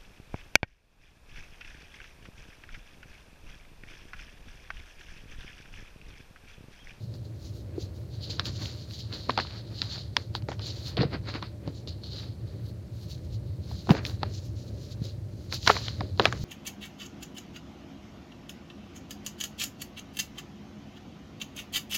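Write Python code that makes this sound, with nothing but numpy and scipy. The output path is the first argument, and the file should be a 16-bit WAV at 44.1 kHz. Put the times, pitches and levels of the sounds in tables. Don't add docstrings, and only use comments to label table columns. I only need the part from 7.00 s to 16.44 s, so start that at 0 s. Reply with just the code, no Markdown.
import sys
import numpy as np
from scipy import signal
from scipy.fft import rfft, irfft
from scipy.io import wavfile
from scipy.ndimage import uniform_filter1d

SR = 44100
rng = np.random.default_rng(int(sys.argv[2]) if len(sys.argv) > 2 else 0)


def wav_record(signal):
    frames = np.transpose(np.atleast_2d(signal))
    bounded = np.clip(frames, -1, 1)
    quanta = np.round(bounded * 32767).astype(np.int16)
    wavfile.write(sys.argv[1], SR, quanta)


N = 416304


def rubbing_powder():
    # peak_s, rise_s, fall_s, rasp_db, fringe_db, dust_db
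    strokes = [(0.04, 0.12, 0.067, -59.5, -66, -73), (0.15, 0.061, .09, -57, -62, -72),
               (0.253, 0.044, 0.046, -60, -66, -74), (0.46, .12, 0.093, -55, -56, -65),
               (0.57, 0.092, .1, -60.5, -63, -66), (0.825, .06, 0.062, -48.5, -51, -63),
               (0.968, 0.063, 0.14, -64, -66, -69), (1.157, 0.091, 0.077, -55, -63, -72),
               (1.24, 0.059, 0.097, -42, -56, -65), (1.305, 0.018, 0.08, -37, -45.5, -62),
               (1.401, 0.017, .04, -40.5, -58, -65), (1.464, 0.027, 0.067, -36, -42, -58),
               (1.56, .07, .06, -45.5, -50, -70), (1.63, 0.08, 0.15, -41, -47.5, -60),
               (1.82, 0.22, 0.081, -49, -56, -70), (1.945, 0.086, .06, -49, -54.5, -62),
               (2.001, .08, 0.059, -42.5, -51.5, -64), (2.138, 0.022, 0.11, -40.5, -52, -63),
               (2.26, 0.42, .1, -48.5, -58.5, -74), (2.305, 0.042, 0.081, -43, -54, -68),
               (2.407, 0.059, 0.062, -36, -54, -72), (2.582, 0.33, 0.064, -46.5, -59, -78),
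               (2.828, 0.18, .14, -42.5, -54, -68), (2.935, 0.099, 0.13, -37.5, -49.5, -69),
               (3.173, 0.034, 0.14, -49.5, -58, -76), (3.358, 0.016, 0.035, -35.5, -50, -58),
               (3.492, .015, 0.11, -54, -55.5, -80), (3.622, 0.028, 0.08, -42.5, -57, -68),
               (3.668, 0.036, .1, -38, -44.5, -62), (3.77, .1, .12, -48, -53, -67),
               (3.885, 0.12, 0.076, -40.5, -50.5, -59), (3.975, 0.0088, 0.025, -36, -70, -65),
               (4.019, 0.031, 0.049, -33, -61, -76), (4.145, 0.051, 0.038, -41.5, -63, -79),
               (4.292, 0.058, 0.082, -43.5, -58, -78), (4.352, .05, .065, -42.5, -56, -73),
               (4.446, 0.052, 0.077, -49, -70, -73), (4.683, 0.037, 0.058, -55, -68, -78),
               (4.771, 0.08, 0.081, -54.5, -58.5, -79.5), (4.883, .012, 0.041, -41.5, -54, -69),
               (4.925, 0.037, 0.046, -49, -72, -83), (5.038, 0.0052, .03, -42, -59, -76),
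               (5.065, .03, .05, -48, -62, -74), (5.13, 0.074, 0.091, -48, -59, -73),
               (5.204, 0.19, 0.12, -43.5, -56.5, -68), (5.49, 0.12, 0.17, -59, -69, -81),
               (5.69, 0.16, 0.058, -59.5, -67, -65), (6.036, 0.22, .07, -59, -62.5, -67),
               (6.106, 0.036, 0.085, -48.5, -51, -60), (6.25, .05, .08, -63, -66, -76),
               (6.345, 0.065, 0.053, -56, -60.5, -71), (6.491, 0.1, 0.18, -63.5, -76, -75),
               (6.72, 0.12, 0.19, -50.5, -56.5, -65), (6.82, 0.13, .1, -53, -59, -74),
               (6.914, 0.038, 0.045, -49, -44.5, -53), (6.976, 0.13, 0.047, -46, -52, -80),
               (7.068, .043, 0.098, -45, -48, -56), (7.234, .09, .2, -55, -71, -76),
               (7.35, .08, 0.11, -51.5, -50.5, -65), (7.46, 0.08, 0.07, -62, -56, -67),
               (7.59, 0.062, 0.14, -61, -58, -74), (7.69, 0.081, 0.044, -57, -60, -70),
               (7.836, 0.15, 0.16, -57, -57.5, -68), (7.922, 0.027, 0.025, -46.5, -48.5, -66),
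               (8.054, 0.057, 0.094, -47, -53.5, -64), (8.45, 0.25, 0.11, -62, -62, -75),
               (8.542, 0.034, 0.054, -33, -35.5, -51), (8.695, 0.082, 0.074, -35, -34, -49),
               (8.771, .1, .2, -36, -43.5, -59.5), (8.903, 0.11, 0.33, -50, -60, -69),
               (9.2, .03, .15, -45.5, -52.5, -75), (9.245, 0.068, 0.11, -46, -47.5, -61),
               (9.439, 0.26, .1, -52, -51.5, -66)]
    # peak_s, rise_s, fall_s, crunch_db, patter_db
    spills = [(0.152, .1, 0.04, -68, -48), (0.76, 0.24, 0.37, -65.5, -47.5), (1.321, .25, 0.12, -58, -49),
              (1.401, 0.023, 0.03, -41.5, -39.5), (1.475, 0.074, 0.067, -47.5, -47),
              (1.622, 0.092, 0.22, -49.5, -46.5), (1.92, 0.13, 0.26, -64, -69),
              (2.137, 0.047, 0.076, -46, -42.5), (2.297, 0.021, 0.057, -44, -36.5),
              (2.385, 0.012, 0.042, -31.5, -32), (2.55, 0.46, 0.14, -52.5, -60),
              (2.73, 0.099, 0.097, -58.5, -53), (2.826, 0.026, 0.062, -48.5, -63),
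              (2.96, 0.23, 0.11, -51.5, -54), (3.173, 0.018, 0.058, -46, -42),
              (3.356, 0.022, 0.068, -51.5, -45.5), (3.496, 0.018, 0.053, -54, -39),
              (3.526, 0.044, 0.03, -45, -52), (3.6, 0.027, 0.7, -57, -49.5), (3.879, 0.05, .11, -51.5, -57),
              (3.977, 0.0064, 0.081, -36, -28.5), (4.01, 0.033, 0.075, -37.5, -25.5),
              (4.143, 0.035, .04, -35.5, -34), (4.284, 0.038, 0.079, -43, -41.5),
              (4.356, 0.026, 0.041, -35.5, -36), (4.426, 0.0075, 0.051, -40, -44),
              (4.681, .08, 0.042, -54.5, -37.5), (4.883, 0.067, 0.038, -65, -46),
              (5.043, 0.053, 0.11, -70, -53), (5.148, 0.063, 0.17, -60, -53), (5.218, 0.17, 0.12, -56, -62),
              (5.55, 0.29, 0.39, -65.5, -51), (6.186, 0.089, 0.17, -70, -54),
              (6.719, 0.094, 0.11, -59, -56), (6.902, 0.015, 0.057, -33.5, -20),
              (6.982, .1, 0.055, -39.5, -38.5), (7.056, 0.038, 0.16, -50, -43.5),
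              (7.236, 0.048, 0.11, -52, -40.5), (7.76, 0.36, 0.22, -68, -48), (7.922, .1, .2, -69, -63),
              (8.054, .12, 0.074, -61, -47), (8.531, 0.018, 0.043, -42, -39),
              (8.68, 0.018, 0.05, -24.5, -34.5), (8.75, 0.056, 0.12, -43, -40),
              (8.892, 0.16, 0.14, -52, -53), (9.012, .05, 0.11, -55, -38),
              (9.205, 0.016, 0.086, -39, -28.5), (9.265, .05, .046, -35.5, -40),
              (9.333, 0.059, 0.093, -47, -41.5)]
    # frequency_hz, gain_db
    rasp_eq = [(2000, -38), (3000, -12), (3500, -9.5), (3800, -4), (4300, 0), (4900, -7), (5400, -17),
               (7000, -49), (9000, -56)]
    fringe_eq = [(1500, -25), (2600, -11), (3300, -10.5), (5000, -4), (6000, -4.5), (7200, -8), (7900, -29),
                 (9000, -39), (12000, -80)]
    dust_eq = [(5000, -47), (7500, -14), (9500, -13), (12000, -8.5), (14000, -10), (16500, -11.5)]
    crunch_eq = [(200, -70), (450, -6), (700, 5), (1000, 3), (1600, 3.5), (2500, -0.5), (3500, -7),
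                 (5000, -32), (8000, -102)]
    patter_eq = [(60, -58), (130, -17), (200, 9.5), (350, 7), (600, 2), (900, -30.5), (2000, -68)]
    rasp, fringe, dust = swells(strokes, rest_db=(-74.5, -77, -78))
    crunch, patter = swells(spills, rest_db=(-68.5, -55.5))
    slip = undb(1.5 * flicker(70))
    return (grains(rasp_eq, per_s=3000, spread_db=7.2, hiss=0.93) * rasp * slip
            + grains(fringe_eq, per_s=3500, spread_db=3.8, hiss=0.45) * fringe * slip
            + grains(dust_eq, per_s=4000, spread_db=2.5, hiss=1.2) * dust * undb(1.4 * flicker(57))
            + grains(crunch_eq, per_s=900, spread_db=5.1, hiss=0.96) * crunch * undb(0.76 * flicker(80))
            + grains(patter_eq, per_s=400, spread_db=3.5, hiss=0.8) * patter)


def snapping_lumps():
    # start_s, tick_db, tick_hz, body_db, body_hz
    snaps = [(0.14, -36.5, 4330, -53, 540), (1.296, -38, 4150, -38.5, 540), (1.3958, -11, 4020, -17, 1460),
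             (1.456, -20.5, 4660, -44, 1450), (1.6572, -25, 4530, -40, 1210),
             (1.9098, -33, 3930, -48, 1330), (1.9356, -31.5, 4270, -59, 650),
             (2.1274, -24.5, 4300, -39.5, 1230), (2.2944, -31, 3080, -11, 1000),
             (2.305, -20, 4120, -28, 1460), (2.3764, -14, 3140, -15, 796), (2.388, -20, 3660, -17.5, 940),
             (2.3998, -24, 4060, -19, 1580), (2.45, -46, 3500, -33.5, 865), (2.471, -29, 4300, -40, 1520),
             (2.5087, -32, 4300, -47, 1650), (2.8177, -8.5, 3770, -28.5, 1420),
             (2.979, -31, 3970, -37.5, 520), (3.167, -5, 2970, -14.5, 970), (3.351, -15.5, 4350, -24, 1000),
             (3.4226, -37.5, 4240, -47, 910), (3.4865, -33.5, 3840, -22.5, 643),
             (3.5166, -30, 3090, -28, 790), (3.594, -31, 3080, -37, 690), (3.6992, -37, 4300, -45, 726),
             (3.9695, -18.5, 3860, -30, 650), (3.9787, -22, 3700, -30, 620), (4.0313, -24, 4200, -21, 580),
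             (4.34, -26, 4230, -32, 1480), (4.4259, -27, 3570, -29.5, 980), (4.6765, -32, 3730, -30, 510),
             (4.8746, -29, 4300, -46, 620), (5.036, -33, 4170, -63, 900), (6.7134, -40, 4280, -37, 754),
             (6.8714, -35, 4120, -33, 670), (6.8928, -24, 2630, -15.5, 746),
             (6.9063, -14, 2600, -15.5, 864), (6.9158, -22, 4090, -18, 774), (6.95, -33, 4130, -23.5, 710),
             (7.0517, -16.5, 4150, -24.5, 1860), (7.064, -22.5, 3830, -39, 1130),
             (7.097, -29.5, 3800, -42, 800), (7.2313, -20, 4300, -17, 810), (8.5253, -17, 4460, -29, 1500),
             (8.63, -26.5, 4000, -48, 1300), (8.664, -18, 4070, -25, 1360), (8.6737, -11, 3530, -13, 1310),
             (8.6763, -3.5, 4130, -3.5, 1320), (8.696, -27, 3830, -8, 1170), (8.7005, -21, 4040, -0.5, 810),
             (8.7065, -9.5, 4000, -23, 1290), (8.712, -15, 3800, -18, 1140), (8.7547, -23, 3800, -38, 1160),
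             (8.766, -29, 4150, -21, 1090), (8.8825, -15.5, 3930, -29.5, 1030),
             (9.0072, -25, 4000, -22.5, 630), (9.176, -33.5, 4200, -43.5, 740), (9.1966, -9, 3660, -9, 990),
             (9.2007, -41, 3570, -11, 640), (9.215, -26, 3600, -30, 816), (9.2221, -24, 4100, -31, 1230),
             (9.2463, -23, 4050, -31, 1110), (9.255, -2.5, 2800, -5, 1140), (9.2658, -25, 3260, -24, 830),
             (9.2746, -30, 3620, -32, 650), (9.3256, -17, 5900, -18, 1190)]
    # frequency_hz, gain_db
    tick_eq = [(300, -4), (800, -15), (1500, -14), (2500, -4), (4200, 6.5), (5500, -3.5), (7500, -8.5),
               (9000, -62.5), (16000, -39)]
    # frequency_hz, gain_db
    dull_eq = [(5000, 0.5), (7200, -12), (8200, -23), (11000, -17), (16000, -50)]
    body_cycles, debris_db = 7, -18
    out, t = np.zeros(N), np.arange(4096) / SR
    noise = rng.standard_normal((len(snaps), 3, len(t)))
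    broad = response(tick_eq, len(t))
    for snap, (tick_noise, debris_noise, body_noise) in zip(snaps, noise):
        start_s, tick_db, tick_hz, body_db, body_hz = snap
        burst = tick_noise * np.exp(-t / 0.00073)
        ping = signal.lfilter(*signal.iirpeak(tick_hz, Q=3.5, fs=SR), burst)
        tick = peak(irfft(rfft(burst) * broad), -3) + peak(ping, 0)
        debris = level(irfft(rfft(debris_noise) * broad), debris_db) * undb(-60 * t / 0.022)
        t60 = body_cycles / body_hz
        crumbling = body_noise * undb(-60 * t / (2.1 * t60))
        resonance = signal.iirpeak(body_hz, Q=1.1, fs=SR)
        rough = signal.lfilter(*resonance, signal.lfilter(*resonance, crumbling))
        knock = ring(t, 1.187 * body_hz, t60, sag=0.28, rise_s=0.0001) + peak(rough, -0.59)
        add(out, start_s, undb(tick_db) * (peak(tick, 0) + debris) + peak(knock, body_db))
    return colour(out, dull_eq)


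def tub_thuds():
    # start_s, level_db, pitch_hz, ring_s
    landings = [(0.78, -22, 375, 0.019), (2.292, -33.5, 260, 0.038), (2.373, -48, 276, 0.05),
                (3.428, -29, 128, 0.086), (3.483, -37, 135, 0.059), (3.988, -17, 132, 0.051),
                (4.006, -18.5, 163, 0.052), (4.033, -19.5, 495, 0.035), (4.051, -17.5, 138, 0.033),
                (4.16, -35, 128, 0.035), (4.343, -40, 141, 0.066), (4.675, -24.5, 165, 0.036),
                (6.906, -5, 172, 0.031), (8.017, -20, 167, 0.019), (8.526, -39, 142, 0.091),
                (8.696, -21.5, 456, 0.069), (9.005, -32, 141, 0.076), (9.196, -17.5, 470, 0.019)]
    out, t = np.zeros(N), np.arange(12000) / SR
    for start_s, level_db, pitch_hz, ring_s in landings:
        thud = ring(t, pitch_hz, ring_s, sag=0.13, rise_s=0.005)
        overtone = ring(t, 1.67 * pitch_hz, 1.67 * ring_s, sag=0.3, rise_s=0.019)
        add(out, start_s, undb(level_db) * (thud + 0.091 * overtone))
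    return out


def room_tone():
    # frequency_hz, gain_db
    room_eq = [(15, -86), (25, -47), (61, -5.5), (111, 3.5), (157, -12), (195, -11.5), (223, -23.5),
               (326, -20.5), (451, -30), (591, -27), (677, -34.5), (1610, -51), (4490, -50), (14800, -60.5),
               (16000, -92)]
    # time_s, level_db
    rumble_ride = [(0.0, -41), (1.1, -41.5), (1.52, -38), (1.89, -42.5), (2.21, -40.5), (2.58, -42.5),
                   (3.6, -40.5), (3.78, -42.5), (4.18, -38), (4.6, -44), (5.28, -39), (5.78, -41.5),
                   (6.78, -36), (7.65, -40), (8.15, -40), (9.1, -37), (9.25, -36.5), (9.44, -32)]
    # pitch_hz, width_hz, level_db
    hums = [(330.3, 17.5, -59), (597, 2.7, -66.5)]
    bed = level(colour(rng.standard_normal(N), room_eq), db=-37.5)
    rumble = signal.sosfiltfilt(signal.butter(2, 400, fs=SR, output="sos"), bed)
    hiss = bed - rumble
    swell_db = np.interp(np.arange(N) / SR, *np.transpose(rumble_ride))
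    out = hiss + rumble * undb(swell_db - swell_db.mean())
    for pitch_hz, width_hz, level_db in hums:
        band = signal.iirpeak(pitch_hz, pitch_hz / width_hz, SR)
        out += level(signal.lfilter(*band, rng.standard_normal(N)), level_db)
    return out


def grains(eq, per_s, spread_db, hiss):
    chance, size_draw, polarity = rng.random((3, N))
    size_db = np.minimum(-spread_db * np.log(1 - size_draw), 3 * spread_db)
    breaks = (chance < per_s / SR) * undb(size_db) * np.sign(polarity - 0.5)
    texture = level(breaks, 0) + hiss * rng.standard_normal(N)
    return level(colour(texture, eq), 0)


def swells(gestures, rest_db):
    depth_db = 20
    roundness = 1.13
    t = np.arange(N // 64 + 2) * 64 / SR
    power = undb(rest_db)[:, None] ** 2 * np.ones(len(t))
    for peak_s, rise_s, fall_s, *layer_db in gestures:
        from_peak = np.maximum((peak_s - t) / rise_s, (t - peak_s) / fall_s)
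        shape = undb(-depth_db * from_peak ** roundness)
        power += np.outer(undb(layer_db), shape) ** 2
    return [np.interp(np.arange(N) / SR, t, np.sqrt(layer)) for layer in power]


def flicker(rate_hz):
    hold = int(SR / rate_hz)
    steps = np.repeat(rng.standard_normal(N // hold + 1), hold)
    return 1.3 * uniform_filter1d(uniform_filter1d(steps, hold), hold)[:N]


def ring(t, hz, t60, sag, rise_s):
    phase = 2 * np.pi * hz * t * (1 - sag * np.minimum(t / t60, 1))
    envelope = undb(-60 * t / t60) * (1 - np.exp(-t / rise_s))
    return peak(np.sin(phase) * envelope, 0)


def response(eq, size):
    hz, db = np.transpose(eq)
    bin_hz = np.arange(size // 2 + 1) * SR / size
    gain_db = np.interp(np.log(bin_hz + 1), np.log(hz), db)
    cepstrum = irfft(gain_db * np.log(10) / 20, size)
    cepstrum[1:size // 2] *= 2
    cepstrum[size // 2 + 1:] = 0
    return np.exp(rfft(cepstrum))


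def colour(x, eq):
    impulse = irfft(response(eq, 16384))[:8192]
    return signal.oaconvolve(x, impulse)[:len(x)]


def undb(db):
    return 10 ** (np.asarray(db) / 20)


def level(x, db):
    return x * undb(db) / np.sqrt(np.mean(x ** 2))


def peak(x, db):
    return x * undb(db) / np.abs(x).max()


def add(out, start_s, x):
    i = int(start_s * SR)
    out[i:i + len(x)] += x[:N - i]


def scene():
    return (rubbing_powder() + snapping_lumps() + tub_thuds() + room_tone())[None]


def record(dry):
    bass_hz, top_hz = 45, 15900
    trimmed = signal.sosfilt(signal.butter(3, bass_hz, "high", fs=SR, output="sos"), dry)
    rounded = trimmed / (1 + trimmed ** 6) ** (1 / 6)
    return signal.sosfilt(signal.ellip(10, 0.2, 70, top_hz, fs=SR, output="sos"), rounded)


dry = scene()
out = record(dry)
wav_record(out)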